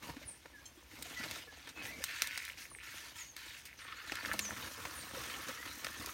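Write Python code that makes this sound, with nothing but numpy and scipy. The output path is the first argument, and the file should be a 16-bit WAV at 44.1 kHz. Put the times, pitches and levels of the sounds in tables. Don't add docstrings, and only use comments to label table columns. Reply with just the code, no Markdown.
import sys
import numpy as np
from scipy import signal
from scipy.fft import rfft, irfft
from scipy.io import wavfile

SR = 44100
rng = np.random.default_rng(int(sys.argv[2]) if len(sys.argv) > 2 else 0)


def to_wav(sig):
    pcm = np.clip(np.atleast_2d(sig), -1, 1) * 32767
    pcm = np.round(pcm).astype(np.int16)
    wavfile.write(sys.argv[1], SR, pcm.T)


N = 270392
T = np.arange(N) / SR


def amp(db):
    return 10 ** (np.asarray(db) / 20)


def rms_one(x):
    return x / np.sqrt(np.mean(x ** 2) + 1e-20)


def at_hz(points, hz):
    point_hz, point_db = np.array(points).T
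    return np.interp(np.log(hz), np.log(point_hz), point_db)


def band(x, low_hz, high_hz):
    limits = [low_hz, min(high_hz, SR / 2 - 1000)]
    return signal.sosfilt(signal.butter(2, limits, "band", fs=SR, output="sos"), x)


def drift(per_s, size=N):
    knots = rng.standard_normal(2048)
    return np.interp(T[:size] * per_s, np.arange(len(knots)), knots)


def add(out, s, sound):
    i = max(round(s * SR), 0)
    out[i:i + len(sound)] += sound[:max(N - i, 0)]


def scatter(x, t60, wet_db):
    t = T[:SR // 2]
    sparse = rng.standard_normal(len(t)) * (rng.random(len(t)) < .05)
    echoes = sparse * amp(-60 * t / t60) * (t > .002)
    return x + amp(wet_db) * signal.fftconvolve(x, echoes / np.linalg.norm(echoes))[:N]


def damped_ring(hz, rise_s=0.00063):
    t = T[:SR // 40]
    swell = (t / rise_s * np.exp(1 - t / rise_s)) ** 2
    return swell * np.sin(2 * np.pi * (hz * t + rng.random()))


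def gestures(rows, attack_s, release_s, arch_db):
    out = np.zeros(N)
    for s, length, level_db in rows:
        t = T[:int(length * SR) + SR // 4]
        arch = amp(level_db + arch_db * (np.sin(np.pi * np.minimum(t / length, 1)) - .5))
        attack = np.minimum(t / attack_s, 1)
        release = np.exp(-np.maximum(t - length, 0) / release_s)
        add(out, s, (arch * attack * release) ** 2)
    return out


def grains(low_hz, high_hz, colour, per_s, spread_db, clump_db, smooth, patchy_db, count):
    born = rng.random(N) < per_s / SR
    sizes = born * amp(spread_db * np.minimum(rng.exponential(1, N), 3))
    clumps = amp(clump_db * drift(130))
    push = clumps * np.sqrt(rms_one(sizes) ** 2 + smooth ** 2)
    contacts = push * rng.standard_normal((3, N))
    edges = np.geomspace(low_hz, high_hz, count + 1)
    out = 0
    for k, (low, high) in enumerate(zip(edges, edges[1:])):
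        gain = amp(colour(np.sqrt(low * high)) + patchy_db * drift(35))
        out = out + gain * band(contacts[k % len(contacts)], low, high)
    return rms_one(out)


# (frequency [Hz], level [dB per Hz, relative])
AIR_SPECTRUM = [(25, -38), (40, 0), (62, 8), (110, 1.5), (170, -9), (330, -5), (500, -17), (800, -11.5),
                (1250, -13), (2000, -7.5), (5500, -15), (8000, -28), (11000, -25), (15800, -35)]


def garden(level_db=-64.5):
    white = rfft(rng.standard_normal(N))
    hz = np.maximum(np.arange(len(white)) * SR / N, 1)
    return amp(level_db) * rms_one(irfft(white * amp(at_hz(AIR_SPECTRUM, hz)), N))


def drone(s=4.24, length=0.31, hz=208, level_db=-55.0):
    swell = np.sqrt(gestures([(s, length, level_db)], attack_s=0.045, release_s=.02, arch_db=4.0))
    return swell * np.sin(2 * np.pi * np.cumsum(hz * (1 + 0.0074 * drift(15))) / SR)


# (start [s], length [s], first pitch [Hz], last pitch [Hz], relative level [dB])
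BIRD_NOTES = [(0.252, 0.079, 10270, 8220, -52.5), (0.533, 0.058, 1763, 1626, -56),
              (1.156, 0.069, 1990, 1954, -48), (1.474, 0.048, 1730, 1660, -56),
              (1.748, 0.068, 2590, 2560, -52.5), (1.877, 0.053, 1950, 2117, -46.5),
              (1.906, 0.089, 2340, 2250, -55), (2.27, .1, 1500, 1490, -56), (2.7, 0.076, 9900, 8200, -56),
              (3.167, 0.073, 7500, 6200, -51.5), (3.256, 0.078, 6670, 6400, -58),
              (3.764, 0.045, 6540, 5470, -62), (3.802, .06, 9150, 8550, -65),
              (3.942, 0.033, 3850, 4400, -58), (4.406, 0.024, 7660, 6490, -44),
              (4.438, 0.036, 6430, 6130, -40.5), (4.945, 0.077, 9720, 8470, -53.5),
              (5.577, 0.076, 1880, 2070, -50.5)]


def birds():
    out = np.zeros(N)
    for s, length, first_hz, last_hz, level_db in BIRD_NOTES:
        u = np.arange(0, 1, 1 / (length * SR))
        hz = first_hz + (last_hz - first_hz) * np.sin(np.pi / 2 * u ** 0.76) ** 2
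        hz = hz * (1 + 0.00403 * hz / 1000 * drift(602, size=len(u)))
        flutter = rms_one(amp(3.9 * drift(127, size=len(u))))
        swell = np.sin(np.pi * u) ** 0.25
        whistle = np.sin(2 * np.pi * np.cumsum(hz) / SR)
        add(out, s, amp(level_db - 2.0) * flutter * swell * whistle)
    return scatter(out, t60=0.21, wet_db=4.0)


def squeak(s=0.655, pitch_hz=1058, length=0.022, level_db=-53):
    overtones_db = [-27, -22, -2.0, -5, -7, 3, 1.5, -14, -12, -20, -25]
    u = np.arange(0, 1, 1 / (length * SR))
    turns = np.cumsum(pitch_hz * (1 + 0.011 * drift(360, size=len(u)))) / SR
    tone = 0
    for k, db in enumerate(overtones_db):
        tone = tone + amp(db) * np.sin(2 * np.pi * ((k + 1) * turns + rng.random()))
    out = np.zeros(N)
    add(out, s, amp(level_db) * np.sin(np.pi * np.sqrt(u)) * tone)
    return scatter(out, t60=0.12, wet_db=-5)


# (time [s], rough peak level [dB], pitch [Hz])
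KNOCK_HITS = [(.032, -48.5, 228), (0.073, -48, 238), (.1, -44, 151), (.166, -43.5, 256), (.215, -51.5, 600),
              (.255, -51, 85), (.454, -53, 619), (.775, -52, 340), (.935, -52, 283), (1.056, -50, 705),
              (1.199, -42.5, 233), (1.985, -46, 212), (2.005, -48.5, 534), (4.568, -47, 243),
              (5.17, -42.5, 502), (5.2, -49.5, 130), (5.489, -42.5, 534), (5.492, -45.5, 239.3),
              (5.772, -51.5, 263), (5.998, -44.5, 264), (6.071, -47, 393)]


def knocks(rise_s=0.0058):
    out = np.zeros(N)
    for s, peak_db, hz in KNOCK_HITS:
        add(out, s - .002, amp(peak_db) * damped_ring(hz, rise_s))
    return out


# (time [s], level before colouring [dB rms over 10 ms], brightness [dB per octave], 60 dB decay [s])
FIBRE_SNAPS = [(0.025, -61, -3, .035), (0.0968, -54, -6.5, 0.039), (0.1651, -57, -4.5, 0.088),
               (0.457, -62, -9, .02), (1.024, -49.5, 4.5, .024), (1.236, -44, -3, 0.075),
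               (1.311, -46.5, .8, 0.012), (1.672, -52, -3.5, 0.066), (1.689, -52.5, 1, 0.09),
               (1.8238, -55, -2.5, 0.0073), (2.0397, -40.5, 3.5, 0.008), (2.2202, -33, 1.2, 0.0054),
               (2.2719, -47.5, 4, 0.015), (2.376, -42, 1, .015), (2.451, -54.5, 5, 0.011),
               (3.365, -50.5, 1.2, 0.011), (3.653, -53, 3.5, 0.12), (4.12, -42, -4.5, 0.018),
               (4.154, -50, 2.2, .012), (4.258, -46, -2.3, .013), (4.332, -50.5, 5.5, 0.038),
               (4.3916, -37, 0.9, 0.022), (4.4496, -49, -1.5, 0.044), (4.852, -46.5, -4.5, .03),
               (5.483, -47.5, 0.5, 0.053), (5.8454, -42, -1.1, 0.02), (5.867, -45, -4, 0.011),
               (6.0605, -48.5, 4, .008)]
# (from [Hz], to [Hz], level [dB])
SNAP_COLOUR = [(192, 1230, -12), (1295, 2700, 0.1), (3230, 5440, -1), (5500, 8400, -6), (7450, 15000, -7)]


def snaps(pivot_hz=2870):
    out, t = np.zeros(N), T[:SR // 10]
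    ten_ms = SR * .01
    for s, snap_db, tilt_db, t60 in FIBRE_SNAPS:
        decay = amp(-60 * t / t60) + amp(-30.0) * amp(-60 * t / 0.2)
        tear = decay * (1 - np.exp(-t / 0.00054))
        for low, high, colour_db in SNAP_COLOUR:
            level_db = snap_db + colour_db + tilt_db * np.log2(np.sqrt(low * high) / pivot_hz)
            crack = band(rng.standard_normal(len(t)) * tear, low, high)
            crack = band(crack, low / np.sqrt(2), high * np.sqrt(2))
            add(out, s - .0003, amp(level_db) * crack * np.sqrt(ten_ms / np.sum(crack ** 2)))
    return out


# (start [s], length [s], rubbing level [dB], dull flapping level [dB], fine crackle level [dB])
LEAF_STROKES = [(0.012, 0.083, -54, -51, -58.5), (0.165, .12, -63, -61, -71), (0.57, .08, -75, -74, -74),
                (0.898, .12, -57, -58.5, -63), (1.029, 0.12, -53, -59, -58.5),
                (1.159, .11, -50, -54.5, -56.5), (1.277, 0.11, -49, -54, -55.5),
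                (1.496, 0.19, -59, -66, -73), (1.747, 0.28, -59.5, -55, -64.5),
                (1.822, 0.037, -51.5, -79, -52.5), (2.005, 0.27, -49.5, -80, -57.5),
                (2.297, 0.2, -53, -86, -57.5), (2.563, 0.065, -53.5, -85, -55.5),
                (2.817, 0.11, -56.5, -70, -58), (2.929, .16, -52.5, -65, -58.5),
                (3.14, 0.071, -52, -81, -55), (3.358, 0.23, -54, -79, -60), (3.77, 0.53, -59.5, -71.5, -68),
                (4.053, 0.18, -53, -60.5, -60), (5.202, 0.11, -50, -61, -56), (5.66, 0.064, -61, -77, -61)]


def strokes():
    starts, lengths, *levels_db = np.transpose(LEAF_STROKES)
    return [gestures(zip(starts, lengths, db), attack_s=0.023, release_s=0.046, arch_db=-0.5)
            for db in levels_db]


# (start [s], length [s], level [dB])
ROOT_SHAKES = [(4.22, 0.31, -54), (4.56, 0.12, -52), (4.76, 0.28, -55.5), (5.13, 0.11, -51),
               (5.23, 0.21, -55), (5.465, 0.047, -48), (5.53, 0.031, -67), (5.645, 0.033, -56),
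               (5.84, 0.052, -73), (5.99, .04, -50.5), (6.06, 0.027, -56)]


def shakes():
    return gestures(ROOT_SHAKES, attack_s=0.0093, release_s=0.017, arch_db=0.8)


# (start [s], length [s], creak level [dB])
STALK_TUGS = [(.2, 0.037, -59), (1.18, 0.12, -55), (1.765, 0.11, -52), (2.075, 0.17, -47), (2.26, .23, -50),
              (2.785, 0.22, -53.5), (3.4, 0.16, -61), (3.65, 0.048, -56), (3.785, 0.28, -52),
              (4.09, 0.22, -49.5), (5.15, 0.31, -50.5)]


def tugs():
    return gestures(STALK_TUGS, attack_s=0.019, release_s=0.031, arch_db=-1.5)


def effort():
    rub, flap, fine = strokes()
    shake = shakes()
    soil = flap + shake
    creak = tugs() + rub * amp(-5) ** 2 + shake * amp(-1.5) ** 2
    leaf = rub + shake * amp(-3.5) ** 2
    crackle = fine + shake * amp(-5.5) ** 2
    stir_db, trickle_db = (-68, -75, -69.5, -69.5), (-61.5, -53, -56, -56.5)
    lift_s, lift_rise_s = 4.235, 0.016
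    lifted = np.clip((T - lift_s) / lift_rise_s, 0, 1)
    return [np.sqrt(power + amp(stir) ** 2 + lifted * amp(trickle) ** 2)
            for power, stir, trickle in zip((soil, creak, leaf, crackle), stir_db, trickle_db)]


# (frequency [Hz], level [dB per Hz, relative])
SOIL_SPECTRUM = [(65, 1.5), (105, -2), (165, -2), (240, 2), (370, -1), (480, -3), (640, -2), (880, -5),
                 (1150, -3), (1400, -18)]


def soil_crumbs():
    return grains(60, 1500, lambda hz: at_hz(SOIL_SPECTRUM, hz), per_s=260, spread_db=4.0,
                  clump_db=3.0, smooth=0.64, patchy_db=3.5, count=18)


# (frequency [Hz], level [dB per Hz, relative])
LEAF_SPECTRUM = [(900, -2), (1250, -5.5), (1550, 3), (2600, 3.5), (3300, 1.5), (4200, 1.5), (6100, -4),
                 (7600, -5), (9000, -20)]


def leaf_slide():
    return grains(900, 9000, lambda hz: at_hz(LEAF_SPECTRUM, hz), per_s=700, spread_db=-2.0,
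                  clump_db=1.5, smooth=1.0, patchy_db=4.0, count=22)


# (frequency [Hz], level [dB per Hz, relative])
CRACKLE_SPECTRUM = [(5000, 0.5), (6300, 4), (7600, -2.5), (8900, -4.5), (10400, -1.5), (12500, -2),
                    (15500, -4)]


def fine_crackle():
    return grains(5000, 16500, lambda hz: at_hz(CRACKLE_SPECTRUM, hz), per_s=1600, spread_db=-0.5,
                  clump_db=1.75, smooth=1.1, patchy_db=2.5, count=14)


# (time [s], creak pitch [Hz], share of the creak that breaks into separate slips [0-1])
STALK_GRIP = [(0, 2130, 0), (1.302, 1920, 0.01), (2.1, 2150, 0.3), (2.3, 2180, 0.57), (2.5, 2200, 0.9),
              (2.8, 2070, 0.48), (2.999, 1930, 0), (3.7, 2226, 0.44), (3.85, 1680, 0.09), (4.3, 1780, 0.2),
              (4.7, 1460, 0.04), (5.3, 1580, 0.02), (5.601, 1730, 0.08), (6.1, 1650, 0.08)]


def grip_at(s):
    row_s, row_hz, row_share = np.transpose(STALK_GRIP)
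    return np.interp(s, row_s, row_hz), np.interp(s, row_s, row_share)


# (time [s], rough peak level [dB])
ROOT_POPS = [(2.3097, -31), (2.3308, -34), (2.343, -37), (2.359, -31), (2.403, -33), (2.4224, -35),
             (2.4403, -38), (2.468, -43), (2.4826, -43), (2.499, -31), (2.5746, -41.5), (2.6542, -37.5),
             (2.7493, -36.5), (2.7866, -38), (3.7291, -40.5), (4.0971, -30), (4.157, -34), (4.1707, -31),
             (4.1866, -31), (4.2091, -32), (4.2497, -25), (4.3151, -22.5), (4.3202, -27), (4.327, -30),
             (4.5075, -28), (5.6282, -33.5)]


def pops():
    out = np.zeros(N)
    for s, peak_db in ROOT_POPS:
        grip_hz, _ = grip_at(s)
        add(out, s, amp(peak_db) * damped_ring(grip_hz))
    return out


def stick_slip(hz, tightness, uneven=.38, spread_db=0.3):
    loose_per_s, tight_per_s = 210, 65
    per_s = loose_per_s + (tight_per_s - loose_per_s) * tightness
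    out, chance = np.zeros(N), rng.standard_normal((2000, 3))
    strain, steps = np.cumsum(per_s) / SR, np.cumsum(np.exp(uneven * chance[:, 0]))
    slips = np.searchsorted(strain, steps)
    for i, (_, strength, detune) in zip(slips[slips < N], chance):
        gain = amp(spread_db * np.tanh(strength)) / np.sqrt(per_s[i])
        add(out, T[i], gain * damped_ring(hz[i] * np.exp(0.12 * detune)))
    return rms_one(out)


# (frequency / creak pitch [ratio], level [dB])
CREAK_SPECTRUM = [(.45, -52), (.6, -11.5), (.73, 2), (.92, -3), (1.13, 0.5), (1.3, -5.5), (1.5, -6),
                  (1.98, -9.5), (2.3, -11.5)]


def stalk_rub(creak_hz):
    return grains(900, 4800, lambda hz: at_hz(CREAK_SPECTRUM, hz / creak_hz), per_s=600, spread_db=2,
                  clump_db=3.0, smooth=0.72, patchy_db=3.0, count=18)


def handling():
    soil_gain, creak_gain, leaf_gain, crackle_gain = effort()
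    creak_hz, slipping = grip_at(T)
    slipping = np.clip(slipping, 0, 1)
    soil = soil_gain * soil_crumbs()
    rub = stalk_rub(creak_hz)
    leaves = leaf_gain * leaf_slide() + crackle_gain * fine_crackle()
    creak = np.sqrt(1 - slipping) * rub + np.sqrt(slipping) * stick_slip(creak_hz, slipping)
    return soil + creak_gain * creak + leaves


def scene():
    near = scatter(handling() + snaps() + pops() + knocks(), t60=0.034, wet_db=-10.0)
    behind = birds() + squeak() + drone() + garden()
    return (near + behind)[None]


# (frequency [Hz], width [Hz], level [dB])
MICROPHONE_PEAKS = [(60, 13.5, 3.5), (6360, 280, 0), (7680, 1820, -4.5), (8800, 1400, 5.5),
                    (10490, 700, -7)]


def record(dry):
    x = signal.sosfilt(signal.butter(2, 38, "high", fs=SR, output="sos"), dry)
    for hz, width_hz, db in MICROPHONE_PEAKS:
        x = x + (amp(db) - 1) * signal.lfilter(*signal.iirpeak(hz, hz / width_hz, fs=SR), x)
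    return signal.sosfilt(signal.ellip(10, .2, 80, 16000, fs=SR, output="sos"), x)


dry = scene()
out = record(dry)
to_wav(out)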